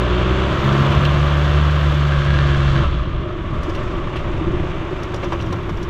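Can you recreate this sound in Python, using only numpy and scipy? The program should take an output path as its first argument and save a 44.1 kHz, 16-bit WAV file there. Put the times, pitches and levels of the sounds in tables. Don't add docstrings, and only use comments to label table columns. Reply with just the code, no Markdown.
import sys
import numpy as np
from scipy import signal
from scipy.fft import rfft, irfft, next_fast_len
from scipy.io import wavfile

SR = 44100
rng = np.random.default_rng(int(sys.argv[2]) if len(sys.argv) > 2 else 0)


def unload_audio(sound):
    columns = np.transpose(np.atleast_2d(sound))
    steps = np.round(np.clip(columns, -1, 1) * 32767)
    wavfile.write(sys.argv[1], SR, steps.astype(np.int16))


N = 259749
T = np.arange(N) / SR

# time_s, firings_per_s
ENGINE_SPEED = [(0, 59.3), (.1, 59.9), (.3, 63.2), (.7, 68), (1.0, 71.4), (1.5, 73.3), (1.8, 73.5),
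                (2.1, 71.5), (2.4, 70.7), (2.76, 68.6), (2.85, 65.7), (3.1, 57.3), (4.2, 46.5), (5.89, 40)]
# time_s, pop_db, snarl_db
ENGINE_LOAD = [(0, -29, -56), (.3, -27, -68), (.5, -32, -45), (.7, -27, -35.5), (1.0, -33, -38.5),
               (1.6, -35, -36), (2.1, -49.5, -36), (2.4, -37, -31), (2.82, -35.5, -35)]
# time_s, level_db
SIZZLE_LEVEL = [(0, -90), (.65, -65), (1.1, -67), (2.0, -67), (2.8, -85), (3.0, -110), (4.9, -84.5),
                (5.5, -73), (5.89, -74)]
# time_s, roar_db, grit_db
TYRE_LEVELS = [(0, -27.5, -54), (.8, -23.5, -46), (1.6, -28, -49), (2.78, -33.5, -49), (2.98, -39, -74),
               (3.25, -36, -67), (3.65, -31, -54.5), (4.4, -29.5, -56), (5.3, -31, -54.5), (5.89, -33, -57)]
# time_s, level_db
HUM_LEVEL = [(0, -35.5), (.8, -32), (1.6, -42.5), (3.35, -33), (3.8, -30), (4.25, -31.5), (4.55, -29),
             (4.8, -32), (5.05, -30.5), (5.3, -31.5), (5.89, -32.5)]
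# time_s, buffet_db, rumble_db
WIND_LEVELS = [(0, -27, -36), (.45, -23, -31), (.7, -23.5, -35), (1.0, -22, -41), (1.25, -24.5, -28),
               (1.5, -26.5, -37), (2.1, -28.5, -36), (2.9, -23, -24), (3.35, -26.5, -26), (4.3, -25, -25),
               (4.95, -28.5, -30), (5.6, -23, -31), (5.89, -27.5, -25)]
# centre_s, half_width_s, lift_db
GUSTS = [(1.056, 0.11, 4.5), (2.338, 0.08, 5), (2.782, 0.11, 2.5), (3.58, 0.049, 3.5), (4.55, 0.18, 4),
         (5.449, 0.072, 1.5)]
# start_s, thud_db, clack_db, decay_s
BUMPS = [(.725, -37, -31, 0.0089), (.915, -25, -26, 0.026), (1.051, -23, -13, 0.0029),
         (3.744, -29, -32, 0.015), (4.157, -33, -30.5, 0.028), (5.136, -21.5, -34, 0.014),
         (5.230, -20.5, -29.5, 0.018), (5.32, -17, -28.5, 0.018), (5.40, -27, -31, 0.0097),
         (5.522, -21, -41, 0.018), (5.687, -21.5, -44, 0.01)]
# start_s, level_db, ring_offset_db, decay_s
RATTLES = [(.727, -36, 0, .007), (.93, -44, -6, .007), (1.05, -32, -2, 0.0065), (3.631, -32.5, -11, 0.008),
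           (3.693, -36, -4, 0.0088), (3.7502, -34.5, -5, 0.0069), (3.8322, -41, -4, .008),
           (4.1631, -38.5, -7, 0.0085), (5.032, -31.5, -8, 0.007), (5.143, -32.5, 0, 0.0044),
           (5.162, -41, 5, .004), (5.2432, -32, -5, 0.004), (5.328, -39.5, 2, 0.008),
           (5.408, -37, -8, .007), (5.421, -37, -15, .005), (5.462, -46, 4, .004), (5.526, -30, -4, 0.0064),
           (5.6935, -41, 1, .008), (5.771, -35, -11, .003), (5.828, -34, -3, 0.0072)]
# centre_s, thump_db
SPUTTERS = [(2.885, -21), (2.942, -16.5), (2.975, -21), (3.013, -17), (3.05, -26)]
# start_s, level_db
BURBLES = [(3.258, -17.5), (3.677, -10), (3.791, -20), (3.861, -19), (3.897, -13), (3.969, -18),
           (4.023, -18), (4.26, -16.5), (4.296, -11.5), (4.409, -9), (4.469, -13), (4.532, -11),
           (4.591, -13), (4.635, -9.5), (4.83, -16), (4.91, -11.5), (5.255, -13.5)]

# centre_hz, width_hz, lift_db
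BODY_RESONANCES = [(347, 88, 9.5), (579, 172, 6.5), (827, 140, -4), (1124, 356, 6), (1349, 93, 3),
                   (2350, 96, 1.5), (2530, 100, -2.5), (2730, 92, 0.5), (3386, 96, 1), (3660, 200, 2.5),
                   (3840, 65, -5.5), (4600, 140, 2), (5560, 290, 2.5), (6260, 650, 3), (12700, 1500, 5.5)]
# frequency_hz, relative_db
RASP_EQ = [(100, -20), (190, 4), (260, -0.5), (450, 3), (850, -1), (1400, 3.5), (2000, -3.5), (2800, -7),
           (3900, -8.5), (5000, -21), (7500, -28.5), (9000, -43.5), (13000, -55), (16000, -71)]
KNOCK_EQ = [(200, -27), (300, 15), (430, -0.5), (700, -1.5), (850, -10), (1300, 5), (1650, -10.5),
            (2000, -13), (3200, 1.5), (5000, -46.5), (16000, -72)]
POP_EQ = [(150, -38.5), (250, -6), (320, -11.5), (385, 10.5), (425, 3.5), (490, -25), (570, -20.5),
          (800, -6.5), (1200, -22.5), (2000, -30.5), (5000, -57.5), (16000, -87)]
SNARL_EQ = [(500, -19.5), (1000, -21.5), (1350, -19.5), (1480, -5), (1570, 2.5), (1720, 0), (1900, -10),
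            (4200, -19.5), (6000, -38.5), (16000, -77)]
SHELL_EQ = [(350, -37), (520, -26), (610, 13.5), (760, -27), (1000, -2), (1170, 8.5), (1350, -5),
            (1600, -19.5), (5000, -44), (16000, -86)]
SIZZLE_EQ = [(6000, -33.5), (11500, -16.5), (12200, 4.5), (13500, 3), (15500, -27.5)]
HUM_EQ = [(150, -35), (255, -6.5), (300, -7.5), (338, -5), (380, -5.5), (450, -15), (900, -55),
          (4000, -78.5)]
ROAR_EQ = [(200, -0.5), (450, 0.5), (830, 1), (1350, -2), (2000, -5.5), (2900, -8), (3600, -12.5),
           (4300, -29.5), (7000, -44.5), (16000, -84.5)]
GRIT_EQ = [(2500, -27.5), (4000, 1), (5000, -3.5), (7300, -8.5), (9000, -20), (12000, -25.5),
           (16000, -47.5)]
BUFFET_EQ = [(15, -17), (40, -23), (60, 1), (110, -0.3), (170, -5.5), (250, -17), (450, -36), (2000, -74),
             (16000, -100)]
RUMBLE_EQ = [(5, -12.5), (18, 4), (28, -1), (45, -0.5), (70, -10.5), (300, -61.5), (16000, -110)]
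THUD_EQ = [(150, -6), (450, 5.5), (900, 2.5), (1500, -1), (2100, -9), (3600, -28), (5000, -34),
           (16000, -71)]
CLACK_EQ = [(600, -15.5), (1500, -3), (2200, -0.5), (2900, 2.5), (3600, -6.5), (4400, -15.5), (5500, -21.5),
            (16000, -52)]
JINGLE_EQ = [(800, -1), (3000, 9.5), (4500, 8.5), (6000, 3.5), (8000, -11.5), (10500, -9), (12500, -18),
             (16000, -29)]
# pitch_hz, gain_db, t60_s
FIN_MODES = [(1064, -19.5, 0.043), (1164, -19.5, 0.05), (1710, -25, 0.035), (2288, -25.5, .04),
             (2710, -21.5, 0.055), (2834, -21.5, 0.035), (3310, -22.5, .035), (3410, -20, 0.045)]
BRACKET_MODES = [(1910, 3, .08), (2760, 12, 0.058), (3020, -6, .05), (3180, 7, .045), (4000, 6, 0.045)]
FITTING_MODES = [(2280, 8, .05), (4050, 2, .04), (4910, 5.5, 0.057), (5400, 5, .04), (5620, 11, 0.062),
                 (5900, 6, .05), (6330, 3, .04), (6880, 3, 0.044), (7450, -1, .035), (10100, -10, .03),
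                 (12230, -11, .03)]

# level_db, slope_db_per_hz
PUTTER = [(-19, -1.94), (-25, -0.22), (-28, -0.38)]
DRONE = [(-24, 1.5), (-17, -0.33), (-33, -1.7)]
PUTTER_HZ, DRONE_HZ = 62.6, 68.6
BARK_DB, BARK_HOLD_S = (-7.5, 0.5, 8.5), 0.23
OPEN_S, SHUT_S, TWIST_S = 0.639, 2.826, 0.026


def from_db(db):
    return 10 ** (np.asarray(db) / 20)


def unit_power(x):
    return x / np.sqrt(np.mean(x ** 2) + 1e-20)


def curves(rows):
    times, *columns = np.transpose(rows)
    return [np.interp(T, times, column) for column in columns]


def drift(rate_hz):
    pole = np.exp(-80 * np.pi * rate_hz / SR)
    slow = signal.lfilter([1], [1, -2 * pole, pole * pole], rng.standard_normal(N // 40 + 2002))[2000:]
    return np.interp(np.arange(N) / 40, np.arange(len(slow)), unit_power(slow))


def twist(at_s):
    return np.clip((T - at_s) / TWIST_S + .5, 0, 1)


def fade(from_s, fade_s):
    return np.exp(-np.maximum(T - from_s, 0) / fade_s)


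def burst(start_s, rise_s, decay_s):
    age = np.maximum(T - start_s, 0)
    return (1 - np.exp(-age / rise_s)) * np.exp(-np.minimum(age / decay_s, 20))


def throttle_off(drop_db, settle_s):
    return from_db(-drop_db * (1 - fade(SHUT_S - TWIST_S / 2, settle_s)))


def through_body(x, eq):
    size = 2 * next_fast_len(N // 2 + SR // 10)
    hz = np.arange(size // 2 + 1) * SR / size
    eq_hz, eq_db = np.transpose(eq)
    db = np.interp(np.log(hz + 1), np.log(eq_hz), eq_db)
    for centre, width, lift in BODY_RESONANCES:
        db += lift / (1 + (2 * (hz - centre) / width) ** 2) ** 2
    cepstrum = irfft(np.log(unit_power(from_db(db))))
    cepstrum[1:size // 2] *= 2
    cepstrum[size // 2 + 1:] = 0
    return irfft(rfft(x, size) * np.exp(rfft(cepstrum)))[:N]


def noise(eq, flutter_db, flutter_hz, pulse=1):
    rush = rng.standard_normal(N) * pulse * from_db(flutter_db * drift(flutter_hz))
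    return through_body(unit_power(rush), eq)


def ring(blows, modes):
    out = 0
    for hz, db, t60_s in modes:
        radius, angle = from_db(-60 / (t60_s * SR)), 2 * np.pi * hz / SR
        gain = from_db(db) * np.sin(angle) * np.sqrt(2 * (1 - radius ** 2))
        out += signal.lfilter([gain], [1, -2 * radius * np.cos(angle), radius ** 2], blows + 1e-18)
    return out


def strikes(turns, phase, uneven_db, jitter_s, wander_s):
    whole_turns = np.arange(int(turns[-1]))
    timing, force = rng.standard_normal((1000, 2))[:len(whole_turns)].T
    when = np.interp(whole_turns + phase, turns, T)
    when += jitter_s * timing + wander_s * np.interp(when, T, drift(2.06))
    clicks = np.zeros(N)
    clicks[np.clip((when * SR).astype(int), 0, N - 1)] = from_db(uneven_db * force)
    return unit_power(clicks)


def knocks(turns, count, uneven_db, jitter_s=0.00004, wander_s=0.0001):
    phases = (np.arange(count) + rng.random(count)) / count
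    parts = (rng.choice([-1, 1]) * strikes(turns, phase, uneven_db, jitter_s, wander_s)
             for phase in phases)
    return unit_power(sum(parts))


def clatter(turns):
    metal = through_body(knocks(turns, count=8, uneven_db=4), KNOCK_EQ)
    soften = signal.butter(4, 3600, fs=SR, output="sos")
    fin_blows = signal.sosfilt(soften, knocks(turns, count=5, uneven_db=1))
    pulse = 1 + 0.12 * (np.cos(2 * np.pi * turns) + np.cos(4 * np.pi * turns))
    rasp = noise(RASP_EQ, flutter_db=0.7, flutter_hz=32, pulse=pulse)
    return from_db(-5.5) * metal + ring(fin_blows, FIN_MODES) + from_db(-3) * rasp


def exhaust(turns, firing_hz, dulling_db=9, waver_db=0.68, lead_rad=0.75):
    shut = twist(SHUT_S)
    wide_open = twist(OPEN_S) - shut
    bark = fade(OPEN_S + BARK_HOLD_S, fade_s=0.054)
    out = 0
    for k, ((putter_db, putter_slope), (drone_db, drone_slope)) in enumerate(zip(PUTTER, DRONE)):
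        putter = putter_db + putter_slope * np.maximum(firing_hz - PUTTER_HZ, 0) - dulling_db * k * shut
        drone = drone_db + drone_slope * (firing_hz - DRONE_HZ) + BARK_DB[k] * bark
        level_db = putter + wide_open * (drone - putter) + waver_db * drift(25)
        out += from_db(level_db) * np.cos(2 * np.pi * (k + 1) * turns + k * lead_rad * wide_open)
    return np.sqrt(2) * fade(from_s=2.9, fade_s=0.13) * out


def engine():
    firing_hz, = curves(ENGINE_SPEED)
    pop_db, snarl_db = curves(ENGINE_LOAD)
    sizzle_db, = curves(SIZZLE_LEVEL)
    turns = np.cumsum(firing_hz * (1 + .002 * drift(12))) / SR
    clatter_db = -24.5 + 0.079 * (pop_db - pop_db.mean())
    machinery = from_db(clatter_db) * clatter(turns)
    firings = strikes(turns, phase=0, uneven_db=1.8, jitter_s=0.00005, wander_s=0.00007)
    pops = from_db(pop_db) * through_body(firings, POP_EQ)
    strain = knocks(turns, count=4, uneven_db=4.5, wander_s=0.00012)
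    snarl = from_db(snarl_db) * through_body(strain, SNARL_EQ)
    return (machinery * throttle_off(drop_db=19.5, settle_s=0.47)
            + pops * throttle_off(drop_db=10.5, settle_s=0.033)
            + snarl * throttle_off(drop_db=18, settle_s=0.048)
            + exhaust_shell(turns)
            + exhaust(turns, firing_hz)
            + from_db(sizzle_db) * noise(SIZZLE_EQ, flutter_db=3.5, flutter_hz=120))


def road(shake_hz=27):
    roar_db, grit_db = curves(TYRE_LEVELS)
    hum_db, = curves(HUM_LEVEL)
    shake = 2 * np.pi * np.cumsum(shake_hz * (1 + 0.076 * drift(1.6))) / SR
    throb_db = 0.5 * (np.cos(shake) + 0.63 * np.cos(2 * shake) + 0.75 * np.cos(4 * shake))
    hum = from_db(hum_db) * through_body(rng.standard_normal(N), HUM_EQ)
    roar = from_db(roar_db + throb_db) * noise(ROAR_EQ, flutter_db=1.05, flutter_hz=45)
    grit = from_db(grit_db + throb_db) * noise(GRIT_EQ, flutter_db=1.5, flutter_hz=60)
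    return hum + roar + grit


def wind():
    buffet_db, rumble_db = curves(WIND_LEVELS)
    gust_db = sum(db * np.exp(-((T - centre_s) / width_s) ** 2) for centre_s, width_s, db in GUSTS)
    buffet = from_db(buffet_db + gust_db) * noise(BUFFET_EQ, flutter_db=1.3, flutter_hz=28)
    rumble = from_db(rumble_db + 0.42 * gust_db) * noise(RUMBLE_EQ, flutter_db=2, flutter_hz=8)
    return buffet + rumble


def panels(bracket_lag_s=0.00137):
    thuds, clacks, blows = np.zeros((3, N))
    for start_s, thud_db, clack_db, decay_s in BUMPS:
        jolt = burst(start_s, rise_s=0.0023, decay_s=decay_s)
        thuds += from_db(thud_db) * jolt
        clacks += from_db(clack_db) * jolt
        blows[int((start_s + bracket_lag_s) * SR)] = from_db(clack_db)
    return (through_body(thuds * rng.standard_normal(N), THUD_EQ)
            + through_body(clacks * rng.standard_normal(N), CLACK_EQ)
            + ring(blows, BRACKET_MODES))


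def fittings(jingle_db=-0.5, ring_send_db=-27):
    contacts = unit_power(rng.standard_normal(N) * from_db(4.8 * drift(606)))
    flurries, blows = np.zeros((2, N))
    for start_s, db, ring_offset_db, decay_s in RATTLES:
        flurries += from_db(db) * contacts * burst(start_s, rise_s=0.0021, decay_s=decay_s)
        blows[int(start_s * SR)] = from_db(db + ring_offset_db)
    jingle = from_db(jingle_db) * through_body(flurries, JINGLE_EQ)
    return jingle + ring(blows + from_db(ring_send_db) * flurries, FITTING_MODES)


def exhaust_shell(turns, level_db=-38, surge_db=4.5):
    blows = knocks(turns, count=4, uneven_db=5.5, jitter_s=0.00024, wander_s=0.00031)
    early_coast = twist(SHUT_S) * fade(from_s=4.24, fade_s=0.14)
    return from_db(level_db + surge_db * drift(39)) * early_coast * through_body(blows, SHELL_EQ)


def sputters(width_s=0.0035):
    out = 0
    for centre_s, db in SPUTTERS:
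        offset = (T - centre_s) / width_s
        out += from_db(db) * (1 - offset ** 2 / 2) * np.exp(-offset ** 2 / 4)
    return out


def burbles(pipe_hz=336, pitch_spread=0.036):
    out = 0
    for start_s, db in BURBLES:
        hz = pipe_hz * (1 + pitch_spread * rng.standard_normal())
        envelope = from_db(db) * burst(start_s, rise_s=0.0059, decay_s=0.014)
        out += envelope * np.sin(2 * np.pi * hz * (T - start_s))
    return out


def scene():
    return (engine() + road() + wind() + panels() + fittings() + sputters() + burbles())[None]


def record(dry):
    return signal.sosfilt(signal.ellip(10, .1, 80, 15700, fs=SR, output="sos"), dry)


dry = scene()
out = record(dry)
unload_audio(out)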